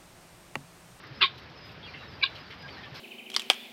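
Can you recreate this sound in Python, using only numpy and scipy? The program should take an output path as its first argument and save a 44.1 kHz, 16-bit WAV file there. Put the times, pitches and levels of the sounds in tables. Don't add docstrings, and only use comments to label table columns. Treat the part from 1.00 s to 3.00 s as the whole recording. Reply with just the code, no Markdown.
import sys
import numpy as np
from scipy import signal
from scipy.fft import rfft, irfft
from scipy.io import wavfile
from scipy.ndimage import uniform_filter1d

SR = 44100
rng = np.random.default_rng(int(sys.argv[2]) if len(sys.argv) > 2 else 0)


def bounce(signal):
    frames = np.transpose(np.atleast_2d(signal))
    limited = np.clip(frames, -1, 1)
    pcm = np.round(limited * 32767).astype(np.int16)
    wavfile.write(sys.argv[1], SR, pcm)


def attenuation_scalar(level_db):
    decades = np.asarray(level_db, float) / 20
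    return 10 ** decades


N = 88200
T = np.arange(N) / SR
HZ = np.maximum(np.arange(N // 2 + 1) * SR / N, 1)


def rms_one(x):
    return x / np.sqrt(np.mean(x ** 2) + 1e-20)


def at_hz(points):
    hz, db = np.transpose(points)
    return attenuation_scalar(np.interp(np.log(HZ), np.log(hz), db))


def drift(rate_hz):
    r = np.exp(-2 * np.pi * rate_hz / SR)
    noise = rng.standard_normal(N + SR)
    wander = signal.lfilter([1], [1, -2 * r, r * r], noise)
    return rms_one(wander[SR:])


def resonate(x, hz, width_hz):
    r = np.exp(-np.pi * width_hz / SR)
    for _ in range(2):
        x = signal.lfilter([1, 0, -1], [1, -2 * r * np.cos(2 * np.pi * hz / SR), r * r], x)
    return rms_one(x)


def swell(peak, rise, fall):
    up = np.sin(np.pi / 2 * np.clip(1 + (T - peak) / rise, 0, 1)) ** 2
    down = attenuation_scalar(-20 * np.maximum(T - peak, 0) / max(fall, .002))
    return up * down


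def syrinx(rate_hz, jitter, breath):
    phase = np.cumsum(rate_hz * (1 + jitter * drift(120))) / SR
    slap_sizes = attenuation_scalar(3.4 * rng.standard_normal(N))
    slaps = np.diff(np.floor(phase), prepend=0) * slap_sizes
    puffs = rng.standard_normal(N) * np.exp(-3 * (phase % 1))
    breath = np.clip(breath, 0, 1)
    return (1 - breath) * rms_one(slaps) + breath * rms_one(puffs)


def near_chucks():
    # (start [s], pulse rate [Hz], pulse jitter [0-1], breath share [0-1], beak closes after [s])
    calls = [
        (.203, 362, .2, .55, .062),
        (1.212, 334, .15, .6, .056),
    ]
    # (pitch [Hz], width [Hz], level [dB], peak after start [s], fall per 20 dB [s])
    first_throat = [(1020, 260, -35, .022, .025), (1300, 300, -30, .026, .02), (1650, 250, -35, .011, .07),
                    (2240, 300, -30, .034, .04), (2480, 250, -28, .026, .025), (2720, 200, -29, .018, .035),
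                    (3050, 300, -28, .026, .06), (3640, 260, -29, .043, .05), (3950, 400, -28, .024, .05),
                    (4600, 800, -36, .022, .07), (1900, 400, -35, .02, .05), (8200, 2000, -45, .028, .04),
                    (12500, 3500, -45, .03, .06), (3350, 250, -27, .025, .05)]
    second_throat = [(1606, 103, -34, .028, .012), (2312, 120, -31, .02, .025), (2500, 200, -30, .024, .03),
                     (2850, 170, -33, .031, .006), (3520, 300, -28, .027, .016),
                     (4050, 300, -29, .028, .008), (3700, 620, -36, .042, .015),
                     (4550, 400, -37, .022, .03), (3520, 250, -33, .053, .009),
                     (2500, 330, -41, .0057, .01), (8470, 3700, -48, .033, .03),
                     (12500, 3500, -52, .028, .04), (4950, 400, -43, .031, .012),
                     (2900, 300, -39, .051, .02)]
    # (first [s], second [s])
    longest_rise = (.02, .013)
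    closing_s = .03
    out = np.zeros(N)
    for call, throat, opening in zip(calls, (first_throat, second_throat), longest_rise):
        start, rate_hz, jitter, breath, close = call
        source = syrinx(rate_hz, jitter, breath)
        shut = attenuation_scalar(-20 * np.maximum(T - start - close, 0) / closing_s)
        for k, (hz, width_hz, db, lag, fall) in enumerate(throat):
            ring = resonate(source, hz, width_hz)
            strength = np.sqrt(uniform_filter1d(ring ** 2, size=500) + 0.0086)
            shape = swell(start + lag, min(lag, opening), fall) * shut
            out += (-1) ** k * attenuation_scalar(db) * ring / strength * shape
    return out


def clear_tones():
    # (peak [s], pitch [Hz], level [dB], rise [s], fall per 20 dB [s])
    tones = [(.247, 1082, -27, .018, .013), (.228, 3540, -22, .012, .014), (.232, 377, -43, .026, .026),
             (.218, 2770, -28, .008, .008), (.238, 2440, -28, .008, .008), (.222, 2130, -33, .012, .012),
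             (1.233, 2320, -27, .012, .01), (1.24, 2866, -30, .01, .007), (1.237, 1614, -33, .009, .01),
             (1.265, 3580, -33, .006, .007), (1.243, 1080, -35, .014, .015), (1.237, 3960, -25, .009, .011)]
    out = np.zeros(N)
    for peak, hz, db, rise, fall in tones:
        side = np.where(T < peak, rise, fall)
        shape = attenuation_scalar(-20 * ((T - peak) / side) ** 2)
        out += attenuation_scalar(db + 3.5) * np.sin(2 * np.pi * hz * T) * shape
    return out


def flock():
    # (peak [s], level [dB], throat pitch [Hz], fall per 20 dB [s])
    clucks = [
        (.04, -53, 1300, .06),
        (.7, -52, 2600, .04),
        (.95, -46.5, 2050, .06),
        (1.362, -50, 3000, .05),
        (1.515, -48, 2200, .05),
        (1.688, -47, 2300, .03),
        (1.842, -47, 2400, .04),
    ]
    width_hz, rise_s = 700, .02
    source = syrinx(300, 0.17, 0.52)
    out = np.zeros(N)
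    for peak, db, hz, fall in clucks:
        lower = resonate(source, hz, width_hz)
        upper = attenuation_scalar(-2) * resonate(source, hz * 1.3, width_hz)
        out += attenuation_scalar(db) * swell(peak, rise_s, fall) * (lower + upper)
    return out


def whistles():
    # (start [s], length [s], from pitch [Hz], to pitch [Hz], level [dB])
    glides = [(.135, .08, 5150, 5050, -59), (.32, .1, 4050, 3880, -61), (.55, .055, 5330, 5060, -60),
              (.58, .125, 5080, 4940, -56), (.824, .052, 3280, 3290, -48), (.822, .04, 3650, 3550, -55),
              (.86, .024, 2950, 2650, -49.5), (.876, .032, 2450, 2360, -48.5), (.83, .12, 4740, 4420, -58),
              (.83, .12, 4200, 4120, -61), (.962, .028, 2660, 2670, -50), (.984, .05, 2900, 2640, -53),
              (.98, .1, 3950, 3730, -57), (1.075, .05, 5330, 5000, -59), (1.11, .075, 4950, 4680, -57),
              (1.38, .06, 5100, 4950, -59), (1.435, .07, 4800, 4300, -61), (1.575, .125, 4930, 4900, -55),
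              (.93, .04, 2000, 2250, -51), (1.625, .052, 1630, 1610, -46.5), (1.695, .045, 4660, 4450, -56),
              (1.735, .06, 4450, 3900, -59), (1.8, .06, 3800, 3000, -57), (1.762, .018, 1450, 1800, -52),
              (1.773, .04, 1830, 1880, -49), (1.824, .055, 1850, 1740, -50), (1.855, .04, 1180, 1150, -54),
              (1.03, .04, 1790, 1810, -55)]
    far_hz = 4000
    waver_hz = 30 * drift(58.5)
    flutter_db = 1.3 * drift(30)
    blur = .38 * drift(130)
    out = np.zeros(N)
    for start, length, from_hz, to_hz, db in glides:
        at = slice(int(start * SR), int((start + length) * SR))
        far = min(from_hz / far_hz, 1)
        u = (T[at] - start) / length
        pitch = from_hz + (to_hz - from_hz) * u + far * waver_hz[at]
        tone = np.sin(2 * np.pi * np.cumsum(pitch) / SR)
        shape = np.abs(np.sin(np.pi * u)) ** 0.72
        out[at] += attenuation_scalar(db + far * flutter_db[at]) * (1 + far * blur[at]) * shape * tone
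    return attenuation_scalar(1.8) * out


def straw():
    # (start [s], level [dB], length [s], brightness [dB per octave])
    rustles = [(.033, -50, .01, 6), (.068, -49, .01, 5), (.153, -56, .012, 4), (.188, -52, .01, 4),
               (.355, -50, .006, 3), (.379, -45, .025, 3), (.43, -54, .012, 4), (.497, -54, .02, 2),
               (.575, -55, .01, 2), (.655, -57, .085, 7), (.715, -53, .02, 2), (1.0, -55, .01, 3),
               (1.298, -53, .015, 4), (1.352, -47, .04, 1), (1.504, -48, .03, 0), (1.383, -51, .008, 4),
               (1.54, -54, .008, 5), (1.583, -54, .012, 4), (1.621, -46, .008, 3), (1.68, -55, .03, 1),
               (1.775, -53, .02, 3), (1.853, -52, .012, 3), (1.948, -41, .07, 1.5)]
    cracks_per_s, spread_db = 19000, 1
    sizes = attenuation_scalar(spread_db * np.minimum(rng.exponential(1, N), 5)) * rng.choice([-1, 1], N)
    cracks = rms_one(sizes * (rng.random(N) < cracks_per_s / SR))
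    no_bass = HZ ** 2 / (HZ ** 2 + 270.0 ** 2)
    spectrum = rfft(cracks) * no_bass
    out = np.zeros(N)
    for start, db, length, tilt_db in rustles:
        burst = irfft(spectrum * attenuation_scalar(tilt_db * np.log2(HZ / 4000.)), N)
        attack = swell(start + 0.0025, 0.0023 + 0.13 * length, 8.1)
        fade = attenuation_scalar(-20 * (np.maximum(T - start, 0) / length / 1.4) ** 2)
        out += attenuation_scalar(db) * attack * fade * burst
    return out


def thuds():
    # (peak [s], pitch [Hz], level [dB], length [s])
    steps = [
        (.12, 136, -42.5, 0.02),
        (.705, 145, -43.5, 0.011),
        (1.15, 82.7, -47, 0.02),
        (1.67, 138.6, -53, 0.1),
        (1.93, 133, -46, 0.026),
        (1.99, 142, -56, 0.022),
    ]
    out = np.zeros(N)
    for peak, hz, db, length in steps:
        level_db = db - 1.5 - 20 * ((T - peak) / length) ** 2
        out += attenuation_scalar(level_db) * np.sin(2 * np.pi * hz * (T - peak))
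    return out


def background():
    # (pitch [Hz], level per Hz [dB])
    colour = [(25, -43.5), (60, -6), (125, -1), (215, -8.5), (850, -11), (1600, -11), (5000, -20),
              (15000, -22)]
    # (time [s], level [dB])
    leaf_swell = [(0, -2.5), (.25, -1.5), (.45, -2.5), (.58, -1), (.75, -3), (.9, -1.5), (1.02, -1.5),
                  (1.13, -3.5), (1.25, -0.5), (1.4, -.5), (1.55, -0.5), (1.75, -0.5), (2, 1)]
    patchy_db = 1.54
    noise = rfft(rng.standard_normal(N)) * at_hz(colour)
    place = 2 * np.log2(HZ / 20)
    together = drift(5.8)
    lift_db = np.interp(T, *np.transpose(leaf_swell))
    out = np.zeros(N)
    for k in range(20):
        band = irfft(noise * np.clip(1 - abs(place - k), 0, 1), N)
        flicker_db = patchy_db * (drift(16) + 0.54 * together)
        out += band * attenuation_scalar(flicker_db + lift_db * (k > 9))
    return attenuation_scalar(-48.5) * rms_one(out)


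def pen(x):
    t60_s, delay_s = .17, .008
    t = T[:SR // 4]
    tail = rng.standard_normal(len(t)) * attenuation_scalar(-60 * t / t60_s) * np.clip(t / delay_s, 0, 1) ** 2
    no_bass = signal.butter(2, 1600, "high", fs=SR, output="sos")
    tail = signal.sosfilt(no_bass, tail)
    tail = tail / np.sqrt(np.sum(tail ** 2))
    return x + attenuation_scalar(-14) * signal.fftconvolve(x, tail)[:N]


def scene():
    voices = near_chucks() + clear_tones() + flock() + whistles()
    return (pen(voices) + straw() + thuds() + background())[None]


def band_limit(x):
    return signal.sosfilt(signal.butter(12, 15500, fs=SR, output="sos"), x)


def record(dry):
    # (pitch [Hz], level [dB])
    microphone = [(4600, 2), (5300, 0), (6000, -11), (7000, -21), (10000, -29.5), (11500, -22),
                  (13000, -20), (15500, -35)]
    ceiling = .75
    rounded = ceiling * np.tanh(dry / ceiling)
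    mix = irfft(rfft(rounded) * at_hz(microphone), N)
    return band_limit(mix)


dry = scene()
out = record(dry)
bounce(out)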